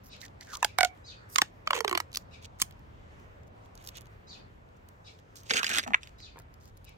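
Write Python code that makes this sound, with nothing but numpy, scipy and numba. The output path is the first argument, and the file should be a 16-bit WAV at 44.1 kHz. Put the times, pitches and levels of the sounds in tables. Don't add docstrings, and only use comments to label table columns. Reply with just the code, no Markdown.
import sys
import numpy as np
from scipy import signal
from scipy.io import wavfile
from scipy.ndimage import uniform_filter1d, map_coordinates
from numba import njit

SR = 44100
rng = np.random.default_rng(int(sys.argv[2]) if len(sys.argv) > 2 else 0)


def decibels_to_gain(level_db):
    exponent = np.asarray(level_db, float) / 20
    return 10 ** exponent


def output_pcm(signal):
    pcm = np.clip(np.atleast_2d(signal).T, -1, 1) * 32767
    wavfile.write(sys.argv[1], SR, np.round(pcm).astype(np.int16))


N = 307377
LEAD_S = 0.006


def columns(table):
    seconds, *rest = np.transpose(table)
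    return [np.interp(np.arange(N) / SR, seconds, column) for column in rest]


def unit(x):
    return x / np.sqrt(np.mean(x ** 2) + 1e-30)


def peak(x, db):
    return x * decibels_to_gain(db) / np.abs(x).max()


@njit
def svf(x, hz, width):
    y, b, l, g, last = np.empty(len(x)), 0., 0., 0., 0.
    for i in range(len(x)):
        if hz[i] != last:
            g, last = np.tan(np.pi * hz[i] / SR), hz[i]
        k = width[i] / last
        v = (b + g * (x[i] - l)) / (1 + g * (g + k))
        b, l, y[i] = 2 * v - b, l + 2 * g * v, k * v
    return y


def band(x, hz, width):
    one = np.ones(len(x))
    return svf(x + 1e-18, np.clip(hz * one, 15, 0.45 * SR), width * one)


def both(x, hz, width):
    return np.array([band(band(channel, hz, width), hz, 2 * width) for channel in x])


def above(x, hz):
    return signal.sosfilt(signal.butter(4, hz, "high", fs=SR, output="sos"), x)


def ring(x, hz, t60):
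    pole = np.exp((2j * np.pi * hz - np.log(1000) / t60) / SR)
    return signal.lfilter([1], [1, -pole], x).imag


def walk(rate):
    hold = int(SR / rate)
    steps = np.repeat(rng.standard_normal(N // hold + 1), hold)
    return 1.25 * uniform_filter1d(uniform_filter1d(steps, hold), hold)[:N]


def pair(size, scatter_db, same=0.55):
    shared, left, right = rng.standard_normal((3, size))
    grain = decibels_to_gain(scatter_db * np.minimum(rng.exponential(size=size), 4))
    return grain * (np.sqrt(same) * shared + np.sqrt(1 - same) * np.array([left, right]))


def swell(start, end, start_db, end_db):
    size = int((end - start) * SR)
    return decibels_to_gain(np.linspace(start_db, end_db, size)) * signal.windows.tukey(size, min(1100 / size, 1))


def add(out, s, sound):
    i = int(s * SR)
    out[:, i:i + sound.shape[1]] += sound[:, :N - i]


def tear(size, rise_s, fall_s):
    t = np.arange(size) / SR - LEAD_S
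    lead_in = np.exp(t / rise_s) + decibels_to_gain(-21) * np.exp(t / 0.003)
    settle = np.exp(-t / fall_s) + decibels_to_gain(-25) * np.exp(-t / 0.006)
    burst = pair(size, scatter_db=2.5, same=0.7) * np.where(t > 0, settle, lead_in)
    burst[:, int(LEAD_S * SR)] = decibels_to_gain(13)
    return burst


def slips():
    # start in seconds, peak level in dB, then strand level in dB against it,
    # roll resonance in Hz, crack level in dB against the peak.
    first_tug = [
        (0.627, -12.5, -18.5, 1079, -4),
        (0.6455, -17.5, -7.5, 950, 5.5),
    ]
    short_strand = [
        (0.785, -8.5, -11, 2170, -3),
        (0.807, -9, -11.5, 2200, -11.5),
        (0.83, -11, -8, 2200, -8.5),
        (0.847, -16.5, -8.5, 2317, -4.5),
    ]
    tight_strand = [
        (1.358, -14, -10, 2270, -2),
        (1.383, -7, -12.5, 2200, -9),
        (1.417, -8.5, -42, 1980, -9),
    ]
    let_go = [
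        (2.599, -30.5, -24.5, 1860, 2.5),
        (2.6163, -28.5, -10, 2510, 18.3),
        (2.6167, -30, -28, 3500, 10.8),
        (2.6213, -17, -29, 3080, 2.9),
    ]
    long_strand = [(1.673, -13.5, -26.5, 1260, -16), (1.706, -11, -26, 1164, -11.5),
                   (1.731, -12, -34, 1180, -40), (1.7485, -32, -8, 1190, -1.5), (1.752, -33, -13, 1510, 5),
                   (1.763, -23, -30, 1090, -3.5), (1.776, -26, -12, 1030, -12),
                   (1.805, -20, -12, 1230, -2.5), (1.846, -15.5, -16.5, 1064, -8.5),
                   (1.878, -13.5, -23, 1296, -8.5), (1.894, -26, -21, 1150, -2),
                   (1.911, -19, -15, 1150, -9), (1.927, -16.5, -19.5, 1130, -9.5),
                   (1.95, -15.5, -20, 1160, -12.5), (1.9744, -14.5, -43, 1230, -7),
                   (2.001, -20, -37, 1140, -3.5)]
    last_pull = [(5.4957, -25, -32, 2500, -15), (5.5009, -22.5, -20, 2500, -33),
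                 (5.5056, -13.5, -30, 1800, -27), (5.508, -10.5, -26, 1870, -36),
                 (5.511, -31, -36, 2670, -25), (5.535, -16, -41, 2680, -29), (5.556, -26.5, -18, 2800, -2),
                 (5.592, -24, -20, 2820, -14), (5.679, -26, -26, 2360, -12), (5.737, -24, -34, 3300, -13),
                 (5.748, -28, -35, 2600, -5), (5.756, -24, -25, 2200, -7), (5.773, -23.5, -28, 2020, -1),
                 (5.79, -21.5, -29, 1730, -6), (5.8, -32.5, -28, 2400, -13), (5.5404, -24, -14, 2600, -11),
                 (5.562, -29, -28, 2730, 3), (5.568, -13, -32, 2710, -16), (5.576, -15, -33, 2500, -33),
                 (5.63, -14, -32, 1580, -14), (5.643, -13.5, -32, 1900, -14), (5.66, -33, -24, 3000, -4),
                 (5.665, -14.5, -35, 2760, -18), (5.692, -24, -31, 2300, 0.5), (5.7002, -22, -23, 2060, -7),
                 (5.714, -23, -19, 2400, -10), (5.732, -24, -19.5, 3310, -11),
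                 (5.765, -22, -22.5, 2500, -11), (5.783, -20.5, -30, 2000, -2.5),
                 (5.7835, -18.5, -27, 2210, 1), (5.794, -17, -39, 1940, -15),
                 (5.829, -32.5, -20, 2500, -12), (5.836, -27.5, -31.5, 2250, -10),
                 (6.031, -31.5, -57, 3090, -27)]
    bumps = [(1.4187, -20, -9.5, 856, -32.5), (2.168, -33, -19.5, 1150, -43),
             (2.616, -27, -11.5, 1340, -39.5), (5.862, -31, -26, 745, -41), (5.875, -26, -23, 750, -33),
             (5.904, -29.5, -31, 745, -34), (5.918, -42, -29, 740, -20), (6.357, -44, -4.5, 870, -33),
             (6.369, -42.5, -16, 986, -25), (6.38, -41, -18, 1000, -20), (6.398, -46, -5, 816, -35)]
    pulls = (first_tug, short_strand, tight_strand, let_go, long_strand, last_pull, bumps)
    # strand pitch at the first slip in Hz, growth of its length in shares per second,
    # ring time in seconds, level step from one overtone to the next in dB.
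    pitches, growths = (869, 739.7, 1240, 1150, 629.4, 264, 374.3), (2.1, 0.35, 6.6, 4.1, 2.96, 1.06, 0.29)
    ring_times, overtone_steps = (0.036, 0.055, 0.028, 0.023, 0.053, 0.023, 0.0067), (-13.5, -2.2, -11.5, -22.5, -9, 2.5, 2)
    # roll resonance width as a share of its centre, crack centre in Hz,
    # strand level on the left in dB (it sounds mostly to the right).
    widths, crack_centres, left_levels = (0.32, 0.88, 1, 0.49, 0.54, 0.38, 0.23), (5000, 5000, 5000, 9500, 4000, 4000, 5000), (-3.5, -3, -2, -0.5, -21, -3,
                                                                                -8)
    # multiple of the lowest roll resonance, level in dB.
    roll_modes = [
        (1.002, 3.5),
        (1.648, 0),
        (2.4, -3.5),
        (3.5, -10.5),
    ]
    out = np.zeros((2, N))
    settings = zip(pulls, pitches, growths, ring_times, overtone_steps, widths, crack_centres, left_levels)
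    for rows, first_hz, growth, ring_s, step_db, width, crack_hz, left_db in settings:
        for s, db, strand_db, roll_hz, crack_db in rows:
            strand_hz = first_hz / (1 + growth * (s - rows[0][0]))
            burst = tear(size=4400, rise_s=0.0003, fall_s=0.0013)
            strand = 0
            for k in range(3):
                hz = strand_hz * (k + 1) * 1.012 ** k
                tone = band(ring(burst[0], hz, ring_s / 1.2 ** k), hz, 0.49 * hz)
                strand = strand + peak(tone, step_db * k ** 1.1)
            lap = np.zeros(int(SR / strand_hz) + 1)
            lap[0], lap[-1] = 1, -0.34
            burst = signal.lfilter([1], lap, burst)
            roll = sum(decibels_to_gain(mode_db) * both(burst, k * roll_hz, width * roll_hz) for k, mode_db in roll_modes)
            crack = both(burst, crack_hz, width=18000)
            sound = peak(strand, db + strand_db) * decibels_to_gain(np.array([[left_db], [0]]))
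            sound = sound + peak(roll, db - 6.5) + peak(crack, db + crack_db)
            add(out, s + 0.0012 - LEAD_S, above(sound, 0.34 * min(strand_hz, roll_hz)))
    return out


def crackle():
    # start and end in seconds, start and end level in dB, centre in Hz.
    peeling = [(0.478, 0.563, -70.5, -48, 4700), (0.634, 0.694, -71, -64, 2980),
               (0.843, 0.903, -44, -80, 3020), (1.412, 1.514, -59, -82, 2740), (1.731, 1.8, -46, -45, 2100),
               (1.998, 2.043, -67, -96, 2900), (2.408, 2.465, -81, -46, 3320),
               (5.424, 5.51, -77.5, -54.5, 3600), (5.502, 5.61, -42.5, -39, 2370),
               (5.6, 5.687, -55, -43.5, 2030), (5.684, 5.794, -44.5, -41, 2500),
               (5.795, 5.86, -55, -58.5, 2290), (5.861, 5.961, -62.5, -71.5, 1954),
               (5.948, 5.993, -62, -76.5, 2297), (2.59, 2.618, -56.5, -47, 4000),
               (0.58, 0.626, -74, -68, 4000), (1.656, 1.73, -71, -68, 2500), (6.002, 6.1, -68.5, -71, 2410)]
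    rubbing = [(0.033, 0.103, -65, -68, 7900), (0.198, 0.274, -64.5, -62, 4870),
               (0.402, 0.501, -65, -75, 4570), (1.283, 1.364, -70, -49, 8800),
               (2.17, 2.233, -88, -73, 5200), (2.636, 2.717, -77, -82, 6300),
               (3.463, 3.486, -80, -73, 6160), (3.611, 3.673, -89.5, -77, 4510),
               (3.769, 3.899, -98, -51, 7200), (3.938, 3.99, -69.5, -48, 3186),
               (3.778, 4.085, -70, -82.5, 2480), (4.763, 4.779, -77.5, -81, 6130),
               (5.176, 5.206, -83.5, -74, 6000), (5.356, 5.433, -58.5, -72.5, 5200),
               (6.597, 6.706, -74, -78, 5000)]
    # start and end in seconds, start and end level in dB,
    # start pitch in Hz.
    strand_hum = [(0.22, 0.271, -56.5, -64, 2030), (0.402, 0.436, -57, -63, 2000),
                  (0.463, 0.533, -66.5, -56, 1680), (0.525, 0.594, -47, -64, 1215),
                  (1.734, 1.809, -50.5, -50, 477), (5.514, 5.619, -49.5, -62.5, 450),
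                  (5.549, 5.627, -42.5, -42.5, 1520), (5.688, 5.804, -44.5, -43, 1680),
                  (5.692, 5.816, -61.5, -58, 348), (5.861, 5.935, -51, -51.5, 251),
                  (5.862, 5.895, -51, -48.5, 773), (6.358, 6.409, -71, -68.5, 497),
                  (5.912, 5.934, -41, -55.5, 798)]
    # start and end in seconds, start and end level in dB, pitch in Hz.
    after_ring = [
        (0.864, 0.957, -60, -68, 735),
        (0.866, .95, -65, -72, 2260),
    ]
    out = np.zeros((2, N))
    clusters = decibels_to_gain(3 * walk(450) + 1.2 * walk(110))
    for start, end, start_db, end_db, hz in peeling + rubbing:
        top_db = np.clip(14 * np.log2(hz / 5200), -11, 4)
        level = swell(start, end, start_db, end_db)
        grains = pair(len(level), scatter_db=4.5) * clusters[int(start * SR):][:len(level)]
        film = both(grains, hz, 0.95 * hz) + decibels_to_gain(-9) * both(grains, hz=5900, width=1800)
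        top = above(both(grains, hz=12000, width=12000), hz=7000)
        add(out, start, level * (unit(above(film, 0.49 * hz)) + decibels_to_gain(top_db) * unit(top)))
    for start, end, start_db, end_db, start_hz in strand_hum:
        level = swell(start, end, start_db, end_db)
        hz = start_hz / (1 + 1.96 * np.arange(len(level)) / SR)
        grains = pair(len(level), scatter_db=-0.5)
        add(out, start, level * unit(both(grains, hz, 0.21 * hz)))
    for start, end, start_db, end_db, hz in after_ring:
        level = swell(start, end, start_db, end_db)
        grains = pair(len(level), scatter_db=-4.5)
        add(out, start, level * unit(both(grains, hz, 0.04 * hz)))
    return out


def ticks():
    # start in seconds, peak level in dB, centre in Hz.
    creases = [(0.1658, -43, 2840), (0.216, -28.5, 4060), (0.2536, -38, 4830), (0.282, -43, 4020),
               (0.4104, -30, 5670), (0.4288, -42, 4020), (0.4495, -53, 3500), (0.47, -42, 6000),
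               (0.487, -48, 4500), (0.533, -32.5, 5000), (0.546, -32, 6000), (5.886, -44, 5500),
               (5.906, -44, 4010), (0.2218, -39, 7500), (0.5538, -25.5, 3830), (0.5708, -26.5, 8400),
               (2.118, -40, 5000), (2.14, -29, 5500), (2.145, -30, 4260), (2.158, -16, 5070),
               (2.4546, -46, 5940), (2.7245, -46.5, 3930), (3.434, -53, 5430), (3.7536, -37.5, 7850),
               (3.7765, -39.5, 6000), (3.825, -42, 7000), (3.9583, -41, 3560), (3.971, -34, 3200),
               (4.0694, -48, 6000), (5.1897, -47, 3540), (5.373, -35, 5570), (5.877, -30.5, 5200),
               (6.0734, -35, 3160), (6.093, -48.5, 3570), (6.2028, -39, 2700)]
    flicks = [(0.95, -56, 2500), (0.975, -54, 2680), (2.13, -33.5, 5100), (2.149, -23, 2640),
              (2.172, -13, 6150), (2.426, -46, 3080), (2.589, -47, 6000), (2.71, -41.5, 2500),
              (2.794, -52.5, 5000), (3.1992, -54, 5960), (3.659, -53, 3330), (3.808, -52, 2680),
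              (3.842, -39, 7100), (3.85, -43, 7340), (3.864, -36.5, 6720), (3.874, -28.5, 7500),
              (3.8891, -26, 4550), (3.9712, -31, 6000), (4.0098, -39, 7160), (4.018, -43, 6900),
              (4.057, -47, 4580), (4.689, -58, 3730), (4.888, -41, 6940), (5.357, -34, 5870),
              (5.434, -41.5, 5900), (6.185, -50, 5720), (6.3895, -36.5, 6500), (6.42, -49.5, 4200),
              (6.771, -46.5, 5650), (6.8498, -43, 8100),
              (6.372, -52, 6000),
        (6.399, -41.5, 6000),
        (6.541, -43.5, 5000),
        (6.617, -68, 7000),
        (6.636, -55, 6100),
        (6.656, -43, 5950),
        (6.679, -50.5, 7160),
        (6.775, -47.5, 7430),
        (6.845, -44, 7560),
        (6.893, -47, 8000),
    ]
    out = np.zeros((2, N))
    for rows, top_db in ((creases, -14.5), (flicks, -6.5)):
        for s, db, hz in rows:
            burst = above(tear(size=2000, rise_s=0.0007, fall_s=0.001), hz=1500)
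            body = both(burst, hz, 1.2 * hz)
            top = both(burst, hz=12000, width=10000)
            add(out, s + 0.00016 - LEAD_S, peak(body, db - 8) + peak(top, db + top_db))
    return out


def taps():
    # start in seconds, peak level in dB.
    hits = [
        (5.9349, -21.5),
        (5.9378, -24.5),
        (5.9438, -10),
        (5.9468, -13),
        (5.9494, -27.5),
        (5.9592, -46.5),
    ]
    # core resonance in Hz, level in dB, ring time in seconds.
    core_modes = [
        (1400, -17.5, .014),
        (2200, 3.5, 0.005),
        (2600, -2.5, 0.0045),
        (3450, -11, 0.0073),
        (6000, -5, 0.0096),
        (10600, -11, 0.0071),
    ]
    out = np.zeros((2, N))
    for s, db in hits:
        push = tear(size=3000, rise_s=0.0005, fall_s=0.002) * decibels_to_gain(-30)
        push[:, int(LEAD_S * SR):][:, :13] -= np.hanning(15)[1:-1]
        core = sum(decibels_to_gain(mode_db) * ring(push, hz, t60) for hz, mode_db, t60 in core_modes)
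        add(out, s - LEAD_S, peak(above(core, hz=950), db))
    return out


def whistles():
    # start in seconds, level in dB, length in seconds, tuning factor, hoarseness from 0 to 1.
    calls = [
        (1.039, -48, 0.1, 1.035, .02),
        (4.267, -48.5, 0.1, 1.04, 0),
        (6.179, -50, 0.11, 1.03, 0.5),
    ]
    # share of its length, gliding voice in Hz, its level in dB, steady voice in Hz,
    # its level in dB, trill from 0 to 1.
    course = [
        (0, 3750, -30, 5000, -34, .05),
        (.06, 3800, -11, 5000, -17, .05),
        (.24, 4450, -10, 5050, -15, .15),
        (.33, 4400, -7, 4950, -16, .8),
        (.47, 4050, 1.5, 4850, -18, .95),
        (.57, 3550, -9, 4800, -14, .7),
        (.76, 3400, -5, 4750, -15, .95),
        (.82, 2550, -11, 4700, -26, .4),
        (.96, 2350, -12, 4700, -30, .3),
        (1.001, 2350, -30, 4700, -40, .1),
    ]
    out = np.zeros((2, N))
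    for s, db, length, tuning, hoarse in calls:
        share = np.arange(int(length * SR)) / (length * SR)
        at, *shape = np.transpose(course)
        glide_hz, glide_db, steady_hz, steady_db, trill = (np.interp(share, at, c) for c in shape)
        trill = np.maximum(trill, hoarse)
        wobble = unit(band(rng.standard_normal(len(share)), hz=429, width=110))
        glide = 2 * np.pi * np.cumsum(tuning * glide_hz * (1 + 0.075 * trill * wobble)) / SR
        steady = 2 * np.pi * np.cumsum(steady_hz * (1 + 0.018 * (0.3 + trill) * wobble)) / SR
        halves = decibels_to_gain(-13.5) * (np.sin(glide / 2) + np.sin(steady / 2) + np.sin(steady + steady / 2))
        upper_tone = decibels_to_gain(-0.5) * np.sin(steady + steady / 4 + (0.7 + 0.94 * trill) * wobble)
        voice = decibels_to_gain(glide_db) * np.sin(glide) + decibels_to_gain(steady_db) * (np.sin(steady) + halves + upper_tone)
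        voice = decibels_to_gain(db) * voice
        add(out, s, np.tile(voice, (2, 1)))
        add(out, s + 0.092, decibels_to_gain(-14.5) * both([voice, voice], hz=4550, width=700))
    return out


def sparrow():
    # start in seconds, level in dB, length in seconds, beak tuning factor, hoarseness (1 is fully trilled).
    calls = [
        (0.09, -63.5, 0.057, 1.14, 1.44),
        (0.65, -66, 0.054, 0.7, 0.94),
        (2.305, -66, 0.052, 0.93, 0.26),
        (5.04, -65, 0.052, 1.14, 1.35),
        (6.846, -68.5, 0.049, 0.79, 1.1),
    ]
    # share of its length, pitch in Hz, beak resonance in Hz, level in dB, trill from 0 to 1.
    course = [
        (0, 1255, 3300, -28, 0.1),
        (.1, 1240, 3270, 0.5, 0.4),
        (0.26, 1400, 3700, 0, 0.1),
        (0.47, 1367, 3600, 6, 1),
        (0.72, 1184, 2950, 11, .9),
        (.9, 1200, 2155, 5, 1),
        (1.001, 1110, 1950, -33, 0.4),
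    ]
    out = np.zeros((2, N))
    for s, db, length, tuning, hoarse in calls:
        share = np.arange(int(length * SR)) / (length * SR)
        at, *shape = np.transpose(course)
        hz, beak_hz, level_db, trill = (np.interp(share, at, c) for c in shape)
        trill = np.maximum(trill, hoarse)
        rough = unit(band(rng.standard_normal(len(share)), hz=212, width=33))
        wobble = np.sin(2 * np.pi * 85 * length * share) + 1.1 * rough
        phase = 2 * np.pi * np.cumsum(hz * (1 + 0.053 * trill * wobble)) / SR
        stack = sum(np.sin(k * phase) for k in range(2, 11))
        voice = both([stack], tuning * beak_hz, width=1900)[0]
        voice = voice + decibels_to_gain(-18.5) * both([stack], hz=4100, width=1800)[0]
        add(out, s, np.tile(voice * decibels_to_gain(level_db + db + trill * wobble), (2, 1)))
    return out


def air():
    # pitch in Hz, level in dB per Hz.
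    colour = [(25, -14.5), (42, -2.5), (65, -5), (92, 3.5), (125, -10.5), (200, -11), (310, -17.5),
              (420, -12.5), (720, -16), (1300, -19.5), (2700, -31), (3500, -38.5), (7800, -47.5),
              (8600, -49.5), (16000, -43)]
    # pitch in Hz, likeness of left and right from -1 to 1.
    likeness = [(30, 0.53), (70, .92), (130, 1), (290, .36), (640, -0.51), (1400, -0.64), (3100, 0.07),
                (9000, 0.54)]
    # time in seconds, level of the hum in dB.
    hum_swell = [(0.0, -59.5), (0.97, -62), (2.43, -59.5), (2.77, -57.5), (3.36, -58.5), (4.23, -60.5),
                 (4.58, -58), (4.91, -61), (6.97, -56.5)]
    # time in seconds, level of the air in dB.
    gust = [(0, 0.5), (1.0, 0.5), (2.3, 0), (3.0, 0.5), (3.7, 0.5), (4.3, 0.5), (5.0, -2), (6.2, -2),
            (6.97, -3.5)]
    colour_hz, colour_db = np.transpose(colour)
    like_hz, like_share = np.transpose(likeness)
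    (hum_db,), (gust_db,) = columns(hum_swell), columns(gust)
    leaves = walk(20)
    out = 0
    for hz in 24 * 2 ** np.arange(0, 9.45, 1 / 4):
        mid, side = (band(band(rng.standard_normal(N), hz, 0.4 * hz), hz, 0.4 * hz) for _ in range(2))
        like = np.clip(np.interp(np.log(hz), np.log(like_hz), like_share), -1, 1)
        db = np.interp(np.log(hz), np.log(colour_hz), colour_db) + 2.4 * walk(8.5)
        db = db + gust_db * np.clip(3000 / hz, 0, 1)
        db = db + (hum_db - hum_db.mean()) * np.clip(90 / hz, 0, 2.5)
        db = db - 2 * (leaves - 1) * np.clip(hz / 8000, 0, 1)
        spread = np.sqrt(1 - like) * side * np.array([[1], [-1]])
        out = out + decibels_to_gain(db) * (np.sqrt(1 + like) * mid + spread)
    return unit(out) * decibels_to_gain(-52.5)


def surroundings(x, t60, db):
    t = np.arange(9000) / SR
    tail = both(rng.standard_normal((2, len(t))), hz=2500, width=33000) * decibels_to_gain(db - 60 * t / t60)
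    return x + signal.fftconvolve(x, tail, axes=1)[:, :N]


def scene():
    # time in seconds, lag of the left microphone in ms, left minus right in dB.
    hands = [(0, .07, -4), (.65, .045, -2.5), (.78, .07, -5.3), (.86, .12, -4.5), (1.3, .6, -2.9),
             (1.4, .55, -2.8), (1.41, .14, 0), (1.66, .135, -4.2), (2.18, .185, -3), (2.45, .34, -2.4),
             (2.58, .115, -3), (3.8, .3, -4), (5.4, .335, -3.5), (5.8, .345, -3), (5.93, .385, -.8),
             (6.2, .36, -3), (6.38, .07, 0), (6.97, .07, 0)]
    lag_ms, pan_db = columns(hands)
    tape = (slips() + taps() + ticks() + crackle()) * decibels_to_gain(np.array([pan_db, -pan_db]) / 2 + 8.5)
    tape[0] = map_coordinates(tape[0], [np.arange(N) - lag_ms * SR / 1000], order=3)
    bird = sparrow() + whistles()
    bird[1] = np.roll(bird[1], int(0.0004 * SR)) * decibels_to_gain(-1.4)
    return surroundings(tape, t60=0.13, db=-46.5) + surroundings(bird, t60=0.26, db=-21.5) + air()


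def roll_off(x):
    return signal.sosfilt(signal.butter(12, 17150, fs=SR, output="sos"), x)


def record(dry):
    high = signal.sosfiltfilt(signal.butter(8, 8200, "high", fs=SR, output="sos"), dry)
    shelved = dry - (1 - decibels_to_gain(-7)) * high
    mix = signal.sosfilt(signal.ellip(6, 0.3, 22, 15850, fs=SR, output="sos"), shelved)
    return roll_off(mix)


dry = scene()
out = record(dry)
output_pcm(out)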